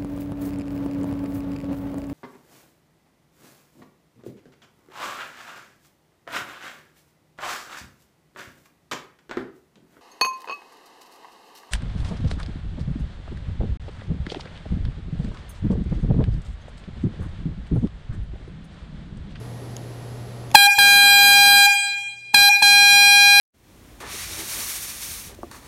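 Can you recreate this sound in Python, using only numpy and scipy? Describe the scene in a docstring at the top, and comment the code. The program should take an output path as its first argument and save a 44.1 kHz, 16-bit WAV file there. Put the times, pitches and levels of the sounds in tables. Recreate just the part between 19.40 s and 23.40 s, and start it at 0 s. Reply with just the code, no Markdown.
"""Bicycle air horn: short-long, short-long, in a bare, humming room.
The diaphragm swings up as a pure tone, sharp in pitch, then slaps into a brassy buzz with a rough hiss.
The plastic trigger clicks before the first blast; the valve rasps as it shuts; the room rings on.
The close microphone overloads, and gain control holds the hum far down after the first blast."""
import sys
import numpy as np
from scipy import signal
from scipy.fft import rfft, irfft
from scipy.io import wavfile
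from scipy.ndimage import uniform_filter1d

SR = 44100
rng = np.random.default_rng(int(sys.argv[2]) if len(sys.argv) > 2 else 0)


def waveform_to_disk(signal):
    """Save audio, clipped to [-1, 1], as 16-bit WAV at the path in sys.argv[1]."""
    frames = np.transpose(np.atleast_2d(signal))
    scaled = np.clip(frames, -1, 1) * 32767
    samples = np.round(scaled).astype(np.int16)
    wavfile.write(sys.argv[1], SR, samples)


N = 176400
T = np.arange(N) / SR

# Valve openings: start_s, stop_s, pitch_hz, level_db, hiss_db, waver_db
HORN_BLASTS = [(1.1530, 1.268, 807, 0, 1, -23), (1.3855, 2.263, 806.5, 0, 2.5, -23),
               (2.9437, 3.09, 808.5, 1, .5, -27), (3.2235, 4.2, 809.8, 4, 0, -26)]
# Buzz, first pair of blasts: harmonic, level_db
FIRST_PAIR_BUZZ = [(1, -4), (2, -1), (3, -1), (4, -4), (5, 0), (6, -9), (7, -17), (8, -20), (9, -15),
                   (10, -10), (11, -16), (12, -16), (13, -20), (14, -20), (15, -15), (16, -17), (17, -18),
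                   (18, -24), (19, -28)]
# Buzz, second pair of blasts: harmonic, level_db
SECOND_PAIR_BUZZ = [(1, -7), (2, -4), (3, -1), (4, -8), (5, 0), (6, -11), (7, -13), (8, -21), (9, -18),
                    (10, -13), (11, -16), (12, -17), (13, -29), (14, -19), (15, -19), (16, -26), (17, -34),
                    (18, -25)]
# Hiss with each blast: freq_hz, density_db
HISS_SPECTRUM = [(25, -2), (70, 7), (170, 8), (400, 5.5), (1200, 3.5), (2600, -1), (4500, -2), (6300, 0),
                 (10000, -6), (15500, -9)]
# Closing valve: freq_hz, density_db
RASP_SPECTRUM = [(200, -20), (1500, -12), (4000, -4), (8500, 0), (15000, -7)]
# Hand on the trigger: start_s, level_db, decay_s
TRIGGER_CLICKS = [(.3665, -25.5, .0007), (1.1053, -37, .0005), (1.1148, -27.5, .0012)]
# Plastic lever modes: freq_hz, level_db, t60_s
LEVER_MODES = [(3500, 0, .008), (5300, -7, .004), (6800, -2, .004), (10600, -7, .003), (14000, -7, .003)]
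# Room decay: freq_hz, t60_s
ROOM_DECAY = [(150, .3), (800, .95), (1600, .85), (2400, 1.35), (4000, 1.05), (8000, .9), (14000, .6)]
# Reverb colour: freq_hz, gain_db
ROOM_COLOUR = [(150, -14), (800, -2), (1600, -1), (2400, 3.5), (4000, -3.5), (6000, 4), (10000, -2),
               (15000, -5)]
# Ventilation: freq_hz, density_db
VENT_SPECTRUM = [(25, -20), (70, -12), (150, -11), (300, -15.5), (430, -15), (700, -21.5), (1500, -30.5),
                 (2600, -35), (4500, -36), (8500, -44), (11500, -43.5), (15000, -55)]
# Mains hum and faint whine: freq_hz, level_db
HUM_TONES = [(119.7, -36.5), (694, -59), (1884, -63), (11138, -62)]

OPEN_S = .0015  # onset width, diaphragm and hiss


def amp(db):
    """Decibels to gain."""
    return 10 ** (np.asarray(db) / 20)


def unit_rms(x):
    """Scale to rms 1."""
    return x / np.sqrt(np.mean(x ** 2) + 1e-20)


def lookup(table, hz):
    """Interpolate on a log-frequency axis."""
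    freq_hz, value = np.transpose(table)
    return np.interp(np.log(hz + 1), np.log(freq_hz), value)


def noise(spectrum):
    """Shaped noise, rms 1."""
    gain = amp(lookup(spectrum, np.fft.rfftfreq(N, 1 / SR)))
    return unit_rms(irfft(rfft(rng.standard_normal(N)) * gain, N))


def wander(hz):
    """Random motion up to about hz, rms 1."""
    grid_s = T[::40]
    freq_hz = np.fft.rfftfreq(len(grid_s), grid_s[1])
    bins = rfft(rng.standard_normal(len(grid_s))) * (freq_hz > 0) / (1 + (freq_hz / hz) ** 2)
    return np.interp(T, grid_s, unit_rms(irfft(bins, len(grid_s))))


def step(at_s, width_s):
    """Smooth step, 0 to 1."""
    return .5 + .5 * np.tanh((T - at_s) / (2 * width_s))


def lag(x, tau_s):
    """One-pole smoothing."""
    pole = np.exp(-1 / (tau_s * SR))
    return signal.lfilter([1 - pole], [1, -pole], x)


def diaphragm(start_s, stop_s, pitch_hz, waver_db, buzz):
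    """Swings up sharp, settles as it slaps, coasts out as a pure tone; weak partials waver most."""
    sharp_hz, settle_s, free_hz = 55, .0028, 24
    slap_lag_s, shut_s, coast_s, coast_db = .0016, .003, .01, 4
    drift_db, flutter_db = .7, -30
    active = (T > start_s - .05) & (T < stop_s + .15)
    freq_hz = pitch_hz + sharp_hz * np.exp(-np.maximum(T - start_s, 0) / settle_s)
    freq_hz += free_hz * step(stop_s + coast_s, shut_s)  # higher once it swings free
    freq_hz *= 1 + .001 * wander(hz=150)
    cycles = np.cumsum(freq_hz[active]) / SR
    slap = step(start_s + slap_lag_s, width_s=.0007) * (1 - step(stop_s, shut_s))
    swing = step(start_s, OPEN_S) * (1 - step(stop_s + coast_s, coast_s)) * amp(coast_db * (1 - slap))
    out = np.zeros(N)
    for harmonic, level_db in buzz:
        gain = amp(level_db + drift_db * wander(hz=1.5))
        waver = amp(waver_db) * wander(hz=7) + amp(flutter_db) * wander(hz=60)
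        gain += amp(.15 * level_db) * waver
        envelope = swing if harmonic == 1 else slap
        offset_rad = np.pi * harmonic ** 2 / 6
        out[active] += (envelope * gain)[active] * np.cos(2 * np.pi * harmonic * cycles + offset_rad)
    return out


def horn():
    """Four diaphragm blasts; each pair has its own buzz."""
    out = np.zeros(N)
    for i, (start_s, stop_s, pitch_hz, level_db, _, waver_db) in enumerate(HORN_BLASTS):
        buzz = FIRST_PAIR_BUZZ if i < 2 else SECOND_PAIR_BUZZ
        out += amp(25.5 + level_db) * diaphragm(start_s, stop_s, pitch_hz, waver_db, buzz)
    return out


def blast_hiss():
    """Rough, gusty hiss with each blast: faint just ahead, strongest at the onset, then easing."""
    base_db, gust_db, sag_db_per_s = 5.5, 1.2, 4.5
    early_db, early_s, fade_lead_s = -26, .007, .04
    accent_db, accent_s = 4, .012
    hiss = noise(HISS_SPECTRUM) * amp(gust_db * wander(hz=9))
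    out = np.zeros(N)
    for start_s, stop_s, _, _, hiss_db, _ in HORN_BLASTS:
        age_s = np.maximum(T - start_s, 0)
        onset = step(start_s, OPEN_S) + amp(early_db) * step(start_s - early_s, OPEN_S)
        envelope = onset * (1 - step(stop_s - fade_lead_s, width_s=.016))
        level_db = base_db + hiss_db - sag_db_per_s * age_s + accent_db * np.exp(-age_s / accent_s)
        out += hiss * envelope * amp(level_db)
    return out


def valve_rasp(level_db=-4, width_s=.018):
    """Bright noise burst each time the valve closes."""
    closing = sum(np.exp(-((T - stop_s) / width_s) ** 2) for _, stop_s, *_ in HORN_BLASTS)
    return amp(level_db) * closing * noise(RASP_SPECTRUM)


def trigger(scrape_gain=2.2):
    """Short scrapes ring the plastic lever."""
    scrapes, grit = np.zeros(N), rng.standard_normal(N)
    for start_s, level_db, decay_s in TRIGGER_CLICKS:
        burst = grit * (T >= start_s) * np.exp(-np.abs(T - start_s) / decay_s)
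        scrapes += amp(level_db) * burst / np.linalg.norm(burst)
    t = T[:1000]
    ring = sum(amp(db - 60 * t / t60_s) * np.sin(2 * np.pi * hz * t) for hz, db, t60_s in LEVER_MODES)
    return scrape_gain * scrapes + signal.oaconvolve(scrapes, ring)[:N]


def reverb(x, level_db=-14.5):
    """Dense reflections, decay per band; a stronger cluster returns from the far wall."""
    wall_s, wall_spread_s, wall_db = .075, .025, 5
    hz, t, bands = signal.stft(rng.standard_normal(2 * SR), SR, nperseg=256)
    t60_s = lookup(ROOM_DECAY, hz)[:, None]
    bands *= amp(lookup(ROOM_COLOUR, hz)[:, None] - 60 * t / t60_s)
    bands *= np.sqrt(2 * np.log(1000) / (t60_s * SR))  # energy independent of t60
    bands *= amp(wall_db * np.exp(-((t - wall_s) / wall_spread_s) ** 2))
    response = signal.istft(bands, SR, nperseg=256)[1]
    return amp(level_db) * signal.fftconvolve(x, response)[:N]


def room_tone(vent_db=-39.5):
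    """Ventilation noise, mains hum, faint whine."""
    vent = amp(vent_db) * noise(VENT_SPECTRUM)
    hum = sum(amp(db) * np.sqrt(2) * np.sin(2 * np.pi * (hz * T + rng.random())) for hz, db in HUM_TONES)
    return vent + hum


def scene():
    """Horn, hiss, valve and trigger in the room; the near noises excite it less."""
    blare = horn()
    near = blast_hiss() + valve_rasp() + trigger()
    return (blare + near + reverb(blare + .3 * near) + room_tone())[None]


def record(dry):
    """Microphone overload; gain control, late grab and slow recovery; clipping; low-pass."""
    overload_db, ceiling_db, cutoff_hz = 20, 26, 15700
    threshold_db, ratio, recover_db_per_s = -14.8, 8, 9
    late_s, grab_s, window_samples = .0035, .0012, 109
    x = dry[0]
    power = abs(uniform_filter1d(x ** 2, window_samples))
    x = x / np.sqrt(1 + power / amp(overload_db) ** 2)
    x = amp(ceiling_db) * np.tanh(x / amp(ceiling_db))
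    level_db = 10 * np.log10(abs(uniform_filter1d(x ** 2, window_samples)) + 1e-12)
    fall_db = recover_db_per_s * T
    held_db = np.maximum.accumulate(level_db + fall_db) - fall_db
    over_db = np.interp(T - late_s, T, np.maximum(held_db - threshold_db, 0))
    cut_db = lag(lag(over_db, grab_s), grab_s) * (1 - 1 / ratio)
    x = np.clip(x * amp(-cut_db), -1, 1)
    lowpass = signal.firwin(401, cutoff_hz, window=("kaiser", 9), fs=SR)
    return signal.oaconvolve(x, lowpass, "same")[None]


dry = scene()
out = record(dry)
waveform_to_disk(out)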